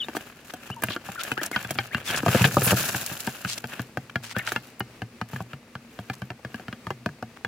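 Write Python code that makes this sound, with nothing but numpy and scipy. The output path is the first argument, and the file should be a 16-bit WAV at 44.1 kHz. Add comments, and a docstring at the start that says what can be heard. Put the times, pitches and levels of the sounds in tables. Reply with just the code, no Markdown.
"""In a sandy yard, quail peck grain and scratch about on a cardboard pit trap, peeping softly.
Each peck is an impact that excites the modes of the sheet: it clacks, and the wide flaps boom.
Seeds snap and feet rub sand over the card, above quiet air and a faint far hum. One bird drops
through the trapdoor with thumps that resonate in the box, beating wings and a rush of sliding
grain; the others go on pecking."""
import sys
import numpy as np
from scipy import signal
from scipy.fft import rfft, irfft, next_fast_len
from scipy.io import wavfile
from scipy.ndimage import uniform_filter1d

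SR = 44100
rng = np.random.default_rng(int(sys.argv[2]) if len(sys.argv) > 2 else 0)


def output_pcm(signal):
    """Save a mono or channel-first signal as 16-bit PCM at the path in sys.argv[1].

    Samples are clipped to [-1, 1] before scaling.
    """
    pcm = np.clip(np.atleast_2d(signal).T, -1, 1) * 32767
    wavfile.write(sys.argv[1], SR, np.round(pcm).astype(np.int16))


N = 329427
TIME = np.arange(N) / SR

# Likeness of the sound at the two microphone ports: (frequency [Hz], correlation [-1 to 1])
PORT_CORRELATION = [(200, .999), (650, .98), (1400, .75), (2900, .3), (7000, .12), (15000, -.06)]
# Imbalance of the ports: (frequency [Hz], left over right [dB])
PORT_BALANCE = [(200, 0.5), (450, 2), (1300, 1.5), (2400, 3.5), (4400, -0.2), (8100, 3.5), (13000, -2)]
# Spectrum of the outdoor air: (frequency [Hz], relative level [dB])
AIR_SPECTRUM = [(15, -48.5), (25, -5.5), (236, -2.5), (285, -4), (489, -6.5), (607, -11), (1070, -14.5),
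                (1160, -12), (1480, -14), (2610, -12.5), (3160, -18.5), (4490, -19.5), (16000, -31.5)]
# Bouts of shuffling feet: (start [s], duration [s], relative level [dB], sandiness [dB]);
# sandiness favours the hiss over the scrape
SHUFFLES = [(0, .32, -51.5, -2), (0.436, 0.11, -61, 10), (0.596, 0.14, -47, -2.5), (0.812, 0.16, -43, -2.5),
            (1.04, 0.32, -43, -3), (1.345, 0.069, -45, -4), (1.404, 0.089, -33, -7),
            (1.519, 0.13, -38.5, -5.5), (1.6, 0.29, -45, -3.5), (1.917, .12, -42.5, -7.5),
            (2.068, 0.15, -29.5, -8.5), (3.196, .42, -45, 0), (3.665, .19, -44, -6),
            (4.223, 0.043, -38.5, -3), (4.344, 0.15, -43, -8.5), (4.459, 0.13, -44, -1.5),
            (4.56, 0.17, -55, -3), (5.277, .16, -49, -3), (5.482, 0.082, -53.5, -8),
            (5.895, 0.4, -60, -3.5), (6.491, 0.16, -56, -6)]
# Grain pours as the trapdoor tips and again as it swings back:
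# (start [s], rise [s], hold [s], decay rate [dB/s], relative level [dB], sandiness [dB])
POURS = [(2.196, .14, 0.12, 187, -29.5, 0.5), (2.486, 0.09, 0.24, 34, -32.5, 4)]
# Spectrum of grain rubbing the cardboard: (frequency [Hz], relative level [dB])
SCRAPE_SPECTRUM = [(130, -6), (220, -1.5), (297, -7.5), (357, -4), (501, -7.5), (564, -1.5), (695, -1.5),
                   (989, -7), (1370, 0), (1730, 2.5), (1950, -7.5), (2710, 0), (5000, -23), (6500, -52),
                   (11000, -120)]
# Spectrum of sliding sand and seed: (frequency [Hz], relative level [dB])
HISS_SPECTRUM = [(2500, -17), (3700, 2), (4900, 1.5), (7500, 3.5), (8700, -4.5), (10500, 3.5), (12000, -2),
                 (14500, 5), (16000, -9.5)]
# Short gritty scrapes, faint ticks and the bright sparkle of some pecks:
# (start [s], duration [s], level [dB], centre [Hz], half-width [octaves])
GRIT_BURSTS = [(0.15, 0.033, -40, 6040, 3.4), (0.495, 0.018, -40.5, 1720, 0.95),
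               (0.819, 0.0097, -37, 11000, 1), (0.836, 0.0074, -23.5, 13200, 0.49),
               (0.888, 0.068, -37, 3270, 0.36), (1.187, 0.04, -36.5, 3050, 0.61),
               (1.43, 0.012, -29, 6550, 1.2), (1.459, 0.011, -30.5, 7940, 0.48),
               (2.035, 0.11, -35, 2970, 1.5), (2.151, 0.046, -32, 5630, 0.72),
               (2.347, 0.085, -30, 1470, 1.1), (2.437, 0.032, -24.5, 2900, 0.43),
               (2.626, 0.057, -24.5, 11700, 0.34), (3.462, 0.099, -33.5, 4150, 0.87),
               (3.576, 0.012, -32.5, 3650, 1.1), (4.095, 0.01, -39.5, 1730, 0.64),
               (4.217, 0.087, -44, 3520, 1.1), (4.289, 0.051, -40, 2430, 1.2),
               (4.453, 0.059, -35, 1920, 1.4), (4.794, 0.0085, -35, 12800, 0.32),
               (6.129, 0.018, -43.5, 1700, 1.8), (7.358, 0.021, -46.5, 900, 1.26)]
# Calls: (start [s], duration [s], relative level [dB], first pitch [Hz], middle [Hz], last [Hz])
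PEEPS = [(0.001, 0.039, -28, 3550, 3010, 2880), (0.03, 0.027, -37.5, 3540, 3680, 3580),
         (0.709, 0.036, -38.5, 2570, 2950, 2840), (0.763, 0.039, -41.5, 1010, 903, 960),
         (1.154, 0.018, -36, 1050, 1500, 2100), (1.174, 0.048, -34.5, 1604, 1343, 1570),
         (1.369, 0.042, -31, 1210, 1596, 1980), (1.529, 0.033, -30, 2150, 2055, 1560),
         (1.909, 0.072, -39, 1440, 2550, 2830), (2.075, .036, -31.5, 3680, 3250, 3050),
         (4.348, 0.062, -34.5, 1373, 1747, 1790), (4.387, 0.039, -35.5, 1990, 2150, 1380)]
# Seeds breaking in a beak or under a claw: (time [s], level [dB])
SNAPS = [(0.168, -42), (0.5376, -43), (1.2345, -33.5), (1.3164, -40), (1.5146, -41), (1.708, -32),
         (2.0996, -45), (2.782, -48), (3.0626, -30.5), (3.204, -34), (3.268, -36.5), (4.3847, -38.5),
         (4.5203, -37)]
# Envelope of the wings beating in the pit: (time [s], relative level [dB])
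WING_ENVELOPE = [(2.15, -41.5), (2.526, -35.5), (3.05, -46)]
# Spectrum of the buffeted air in the pit: (frequency [Hz], relative level [dB])
PIT_SPECTRUM = [(29, -35), (50, -24), (91, 9), (136, 26), (385, 3), (491, -37), (800, -15), (1040, -48),
                (1760, -120)]
# Modes of the cardboard: (frequency [Hz], relative level [dB], decay time T60 [s])
CARDBOARD_MODES = [(93, -37, 0.35), (114.8, -17, 1), (127.9, 5, 0.14), (179.4, 3, 0.065), (188, -1.5, 0.08),
                   (227.3, -2, 0.063), (294.5, -3, 0.054), (375.7, -6, 0.06), (480, -2.5, 0.039),
                   (622, -4, 0.04), (753, -6.5, 0.08), (919, -5, 0.041), (1211, 3, 0.031), (1497, 1, 0.05),
                   (1639, 11.5, 0.021), (1753, -3, 0.068), (2100, -11, 0.083), (2424, -2, 0.038),
                   (2732, 0.5, 0.033), (2930, -8, 0.019), (3170, -4.5, 0.059)]
# Bands of an impact's boom, knock, clack and tick: (lower edge [Hz], upper edge [Hz])
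IMPACT_BANDS = [(75, 215), (190, 1000), (1000, 4000), (4000, 16000)]
# Resonance of the hollow box under the trapdoor: (frequency [Hz], relative level [dB])
BOX_SPECTRUM = [(60, -16), (110, 4), (170, 9.5), (330, -3), (480, 3), (700, -18), (1500, -31), (4000, -70)]
# Bumps of the falling bird and the trapdoor; hardness is the level of clack over knock:
# (time [s], strength [dB], boom re strength [dB], hardness [dB], knock frequency [Hz])
BUMPS = [(2.232, -33, -5, -13.5, 240), (2.2626, -23.5, 0, -8.5, 683), (2.2815, -24.5, 6.5, -0.5, 303),
         (2.3468, -20.5, 1, -7.5, 510), (2.4092, -34, 19.5, -12, 885), (2.4426, -23, 5.5, 12, 730),
         (2.4502, -23.5, 1, 6, 687), (2.5687, -22, 4.5, -15.5, 550), (2.6186, -29, 3, -1, 510),
         (2.667, -33, 10.5, -8, 476), (2.7187, -25, 3, 0.5, 274), (2.729, -29.5, 10, -14, 262)]
# Pecks and steps on the cardboard: (time [s], strength [dB], boom re strength [dB], hardness [dB])
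PECKS = [(0.0843, -35.5, -22, -4), (0.1503, -37.5, -19, -9), (0.1675, -31, -21, -1.5),
         (0.5368, -38.5, -11, -5.5), (0.701, -38, 4.5, -2), (0.823, -38, -12, 2), (0.836, -27, -5.5, 2.5),
         (0.8854, -36, 2, 7), (0.904, -37, -15, 2), (0.9627, -32, -30, 2), (1.0881, -43.5, 6.5, -15.5),
         (1.3171, -28.5, -7.5, 6), (1.377, -32.5, -12, 6.5), (1.415, -34, -24, -1), (1.5138, -36, -15, -1),
         (1.5613, -27.5, -7.5, 10.5), (1.6475, -38, 1, 8), (1.7064, -32.5, -2, -2.5),
         (1.7542, -42.5, 5, -7), (1.787, -27, -5, 7.5), (1.9471, -28.5, -1, 9.5), (2.1014, -34, -3, 10),
         (2.947, -33, 2, 5), (3.1124, -44.5, 8.5, -8), (3.2733, -28.5, -6, -2.5), (3.4483, -33.5, 4, 9.5),
         (3.6417, -33.5, -2, -0.5), (3.7947, -32.5, 1.5, -1.5), (3.9722, -30, -1, -2),
         (4.1573, -28.5, 0, 7.5), (4.3647, -30, 1.5, 3), (4.474, -38.5, -9, 20.5), (4.5196, -31, -12, 4.5),
         (4.5612, -28, -7, 6.5), (4.8051, -31, -0.5, 2), (5.019, -35.5, 4.5, 0.5), (5.214, -32, 0, 1),
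         (5.3323, -41.5, 12, -7), (5.3613, -39.5, 0, 7.5), (5.4049, -40, 8, -11.5),
         (5.533, -41.5, 4.5, 5.5), (5.7532, -40.5, 3, 6.5), (5.9896, -39.5, 4.5, -3.5),
         (6.0987, -32, 0, 1.5), (6.2193, -39.5, 8.5, 3), (6.3032, -37, 1.5, 1), (6.4485, -37.5, 2, 2.5),
         (6.5437, -35.5, -5, 0), (6.597, -44.5, -9, -3), (6.6822, -38.5, 1.5, 1), (6.727, -38, -4.5, 1),
         (6.8685, -35.5, 2, 0.5), (6.9048, -31.5, -3, -3.5), (7.0608, -28, -2.5, -2.5), (7.09, -44.5, 7, 4),
         (7.2256, -35, -2, -6.5), (7.4477, -32, -6, 7)]


def amp(db):
    """Amplitude ratio of a level in decibels."""
    return 10 ** (np.asarray(db) / 20)


def unit(x):
    """Normalisation to an RMS of one."""
    return x / np.sqrt(np.mean(x ** 2) + 1e-20)


def curve_at(points, hz):
    """Interpolation of (frequency, value) points on a logarithmic frequency axis."""
    f, value = np.transpose(points)
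    return np.interp(np.log(hz + 1), np.log(f + 1), value)


def add(mix, start, sound):
    """Superposition of a sound on the mix from a start time in seconds."""
    part = mix[:, max(round(start * SR), 0):][:, :sound.shape[1]]
    part += sound[:, :part.shape[1]]


def bandpass(x, edges_hz):
    """Butterworth filtering to one band."""
    return signal.sosfilt(signal.butter(3, edges_hz, "band", fs=SR, output="sos"), x)


def drift(size, seconds):
    """Random fluctuation of unit RMS, smoothed by moving averages."""
    width = max(int(seconds * SR), 1)
    return unit(uniform_filter1d(uniform_filter1d(rng.standard_normal(size), width), width))


def trapezoid(t, length, rise_s, fall_s):
    """Envelope of linear attack, hold and linear release."""
    return np.clip(np.minimum(t / rise_s, (length - t) / fall_s), 0, 1)


def at_ports(pair, spectrum):
    """Partial coherence: two noises, coloured by a dB table or function, agree in the bass only."""
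    size = pair.shape[1]
    padded = next_fast_len(size)
    shared, separate = rfft(pair, padded)
    hz = np.fft.rfftfreq(padded, 1 / SR)
    correlation, lean_db = curve_at(PORT_CORRELATION, hz), curve_at(PORT_BALANCE, hz) / 2
    left = shared * amp(lean_db)
    right = (correlation * shared + np.sqrt(1 - correlation ** 2) * separate) * amp(-lean_db)
    colour_db = spectrum(hz) if callable(spectrum) else curve_at(spectrum, hz)
    return unit(irfft(np.array([left, right]) * amp(colour_db), padded)[:, :size])


def noise(size, spectrum):
    """Spectrally shaped Gaussian noise at the two ports."""
    return at_ports(rng.standard_normal((2, size)), spectrum)


def grains(per_s, spread_db, bed, decay_s=0.0004):
    """Shot noise: tiny random impacts of very uneven strength over a smooth bed of noise."""
    strengths = amp(spread_db * np.minimum(rng.exponential(1, N), 4.5))
    hits = strengths * (rng.random(N) < per_s / SR)
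    power = signal.lfilter([1], [1, -np.exp(-1 / (decay_s * SR))], hits ** 2)
    return (unit(np.sqrt(power)) + bed) * rng.standard_normal((2, N))


def yard(air_db=-51.5, hum_hz=233, hum_width_hz=13, hum_db=-57, crumbs_db=-61):
    """Ambient noise: broadband air, a far narrowband hum and stray crumbs ticking on the card."""
    air = amp(1.1 * drift(N, 0.09)) * noise(N, AIR_SPECTRUM)
    hum = noise(N, lambda f: -20 * np.log10(1 + ((f - hum_hz) / hum_width_hz) ** 2))
    ticks = grains(per_s=30, spread_db=2.5, bed=0)
    crumbs = at_ports(ticks, [(150, -3), (700, -3.5), (2800, -17.5), (5000, -35), (15000, -28.5)])
    return amp(air_db) * air + amp(hum_db) * hum + amp(crumbs_db) * crumbs


def grain_motion(walk_end_s=3.85, walk_db=-55.5, walk_sand_db=-7, rise_s=0.022, fall_s=0.036):
    """Incoherent addition: walking, shuffling and pouring sum in power to scrape and hiss envelopes."""
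    moves = [(amp(walk_db) * trapezoid(TIME, walk_end_s, rise_s, fall_s), walk_sand_db)]
    for start, length, db, sand_db in SHUFFLES:
        moves.append((amp(db) * trapezoid(TIME - start, length, rise_s, fall_s), sand_db))
    for start, rise, hold, decay_db_per_s, db, sand_db in POURS:
        t = TIME - start
        fade_db = decay_db_per_s * np.maximum(t - rise - hold, 0)
        moves.append((np.clip(t / rise, 0, 1) * amp(db - fade_db), sand_db))
    rubbing = np.sqrt(sum(gain ** 2 for gain, _ in moves))
    sliding = np.sqrt(sum((gain * amp(sand_db)) ** 2 for gain, sand_db in moves))
    return rubbing, sliding


def rustling(scrape_db=2, hiss_db=-1, clump_db=3, seed_db=-51.5, light_stir_db=-47):
    """Granular friction: sand and seed scrape and hiss in clumps while single seeds patter."""
    rubbing, sliding = grain_motion()
    scrape = at_ports(grains(per_s=700, spread_db=5, bed=1), SCRAPE_SPECTRUM)
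    hiss = at_ports(grains(per_s=1100, spread_db=3, bed=1), HISS_SPECTRUM)
    seeds = at_ports(grains(per_s=60, spread_db=3, bed=0), HISS_SPECTRUM)
    # The patter grows more slowly than the hiss, so a pour masks it.
    patter = amp(seed_db) * (sliding / amp(light_stir_db)) ** 0.8
    clumps = unit(amp(clump_db * drift(N, 0.011)))
    return clumps * (amp(scrape_db) * scrape * rubbing + amp(hiss_db) * hiss * sliding) + patter * seeds


def grit_bursts(low_hz=450):
    """Band-limited shot noise: short gritty scrapes, faint ticks and the bright sparkle of some pecks."""
    out = np.zeros((2, N))
    grit = grains(per_s=1100, spread_db=4.5, bed=1)
    for start, length, db, centre_hz, octaves in GRIT_BURSTS:
        def hump_db(f):
            hump = 1 + (np.log2((f + 1) / centre_hz) / octaves) ** 4
            return -10 * np.log10(hump * (1 + f / centre_hz) * (1 + low_hz / (f + 1)) ** 2)
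        burst = at_ports(grit[:, round(start * SR):][:, :round(length * SR)], hump_db)
        add(out, start, amp(db) * unit(burst * signal.windows.tukey(burst.shape[1], 0.65)))
    return out


def peeping(gain_db=-1, octave_db=-36, waver=0.013, rasp=0.24, lean_db=2, lag_rad=0.7):
    """Frequency and amplitude modulation: soft, trembling whistles each glide along one arc."""
    out = np.zeros((2, N))
    for start, length, db, *arc_hz in PEEPS:
        t = np.arange(0, length, 1 / SR)
        arc = np.polyval(np.polyfit([0, 0.5, 1], arc_hz, 2), t / length)
        pitch_hz = arc * (1 + waver * drift(len(t), 0.0007))
        phase = 2 * np.pi * np.cumsum(pitch_hz) / SR - np.array([[0], [lag_rad]])
        whistle = np.sin(phase) + amp(octave_db) * np.sin(2 * phase)
        tone = unit(whistle * (1 + rasp * drift(len(t), 0.0014)))
        add(out, start, amp(db + gain_db) * tone * trapezoid(t, length, rise_s=0.0043, fall_s=0.0082))
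    return out * amp([[lean_db], [-lean_db]])


def snapping(low_hz=4000, dull_hz=9000, t60=0.033):
    """Brittle fracture: each cracking seed releases a short, bright burst of noise."""
    def burst_db(f):
        return -10 * np.log10((1 + (low_hz / (f + 1)) ** 4) * (1 + (f / dull_hz) ** 2))
    out = np.zeros((2, N))
    t = np.arange(SR // 50) / SR
    for start, db in SNAPS:
        add(out, start, amp(db) * unit(noise(len(t), burst_db) * amp(-60 * t / t60)))
    return out


def wing_beats(gain_db=-1, beat_hz=15, depth=0.38):
    """Amplitude modulation: wings buffet the air in the pit, so its low noise pulses."""
    times, levels_db = np.transpose(WING_ENVELOPE)
    envelope = amp(gain_db + np.interp(TIME, times, levels_db, left=-np.inf, right=-np.inf))
    return noise(N, PIT_SPECTRUM) * envelope * (1 + depth * np.sin(2 * np.pi * beat_hz * TIME))


def cardboard_ring(t, spot_modes, uneven_db=4, flap_detune=0.054, sheet_detune=0.03):
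    """Free vibration: damped modes sum to the ring of the sheet and the swing of the flaps."""
    hz, db, t60 = np.array(CARDBOARD_MODES + spot_modes).T[:, :, None]
    detune, weight, phase_spread, polarity = rng.standard_normal((4, len(hz), 1))
    is_flap = hz < IMPACT_BANDS[0][1]
    sign = np.where(is_flap, 1, np.sign(polarity))  # the flaps all swing with the blow
    hz = hz * (1 + np.where(is_flap, flap_detune, sheet_detune) * detune)  # the birds' weight retunes it
    ring = sign * amp(db + uneven_db * weight - 60 * t / t60) * np.exp(2j * np.pi * hz * t)
    port_phase = phase_spread * np.arccos(curve_at(PORT_CORRELATION, hz))
    skew = amp(curve_at(PORT_BALANCE, hz) / 2) * np.exp(1j * port_phase / 2)
    modes = np.array([(ring * skew).imag, (ring / skew).imag])
    return (modes * ~is_flap).sum(1), (modes * is_flap).sum(1)


def impact(strength_db, boom_db, hardness_db, knock_mode, clack_hz,
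           hollow_db, tick_db, crush_db, flap_db):
    """Impulse response of the cardboard: a contact click, ringing modes and crunching fibres."""
    t = np.arange(SR // 5) / SR
    clack_mode, hollow_mode = (clack_hz, 3.5, 0.033), (225, hollow_db, 0.072)  # as in CARDBOARD_MODES
    sheet, flaps = cardboard_ring(t, [knock_mode, clack_mode, hollow_mode])
    u = t / 0.00009  # time in units of the contact's time constant
    click_db = 20.5 + 0.19 * hardness_db  # a soft foot lands with less of a click
    port_gains = amp(curve_at(PORT_BALANCE, clack_hz) / 2) ** np.array([[1], [-1]])
    click = amp(click_db) * u * (2 - u) * np.exp(-u) * port_gains
    fibres = noise(len(t), [(150, -32), (500, 8), (2900, -15), (4400, 10),
                            (8500, -3), (11000, -5), (15000, -1.5)])
    crunch = fibres * (amp(crush_db - 60 * t / 0.028) + amp(-25 - 60 * t))  # quick crush, faint tail
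    panel = click + sheet + crunch
    sources = [panel + amp(flap_db) * flaps, panel, panel, panel]  # only the boom holds the flaps
    shares_db = [boom_db, -hardness_db / 2, hardness_db / 2, tick_db]  # beaks clack, soft bodies knock
    parts = [amp(strength_db + share_db) * unit(bandpass(source, edges))
             for share_db, source, edges in zip(shares_db, sources, IMPACT_BANDS)]
    return sum(parts) * np.sqrt(1 / 10)  # levels refer the energy to a tenth of the ring's length


def tumbling(bump_db=-1, box_db=-6.5, box_t60=0.28):
    """Cavity resonance: the bird falls, the trapdoor swings shut, and each bump drums in the box."""
    out = np.zeros((2, N))
    t = np.arange(SR // 4) / SR
    for start, strength_db, boom_db, hardness_db, knock_hz in BUMPS:
        bump = impact(strength_db, boom_db, hardness_db, knock_mode=(knock_hz, 5, 0.044), clack_hz=1260,
                      hollow_db=-2.5, tick_db=-16, crush_db=-5, flap_db=6)
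        add(out, start, amp(bump_db) * bump)
        add(out, start, noise(len(t), BOX_SPECTRUM) * amp(strength_db + box_db - 60 * t / box_t60))
    return out


def pecking(rim_below_db=-10.5, spot_scatter=0.073):
    """Point excitation: the ring depends on where a beak or foot lands, never twice on one spot."""
    out = np.zeros((2, N))
    tunings = np.exp(spot_scatter * rng.standard_normal((len(PECKS), 2)))
    for (start, strength_db, boom_db, hardness_db), (knock_ratio, clack_ratio) in zip(PECKS, tunings):
        if boom_db < rim_below_db:  # the firm rim hardly stirs the flaps or the hollow
            knock_hz, ring_db, hollow_db = 329, 6, -14
        else:  # a free flap, with the hollow answering beneath
            knock_hz, ring_db, hollow_db = 763, 0.5, -0.5
        peck = impact(strength_db, boom_db, hardness_db,
                      knock_mode=(knock_hz * knock_ratio, ring_db, 0.046), clack_hz=1480 * clack_ratio,
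                      hollow_db=hollow_db, tick_db=-17, crush_db=1, flap_db=4)
        add(out, start, peck)
    return out


def scene():
    """Linear superposition of the birds, the trap, the grain and the yard."""
    birds_and_trap = pecking() + tumbling() + snapping() + peeping()
    return birds_and_trap + grit_bursts() + rustling() + wing_beats() + yard()


def record(dry, low_cut_hz=62, band_edge_hz=16050):
    """Band limiting: the microphone rolls off the bass, then a steep low-pass cuts the top treble."""
    thinned = signal.sosfilt(signal.butter(2, low_cut_hz, "high", fs=SR, output="sos"), dry)
    lowpass = signal.firwin(401, band_edge_hz, window=("kaiser", 8), fs=SR)
    return signal.oaconvolve(thinned, lowpass[None], "same")


dry = scene()
out = record(dry)
output_pcm(out)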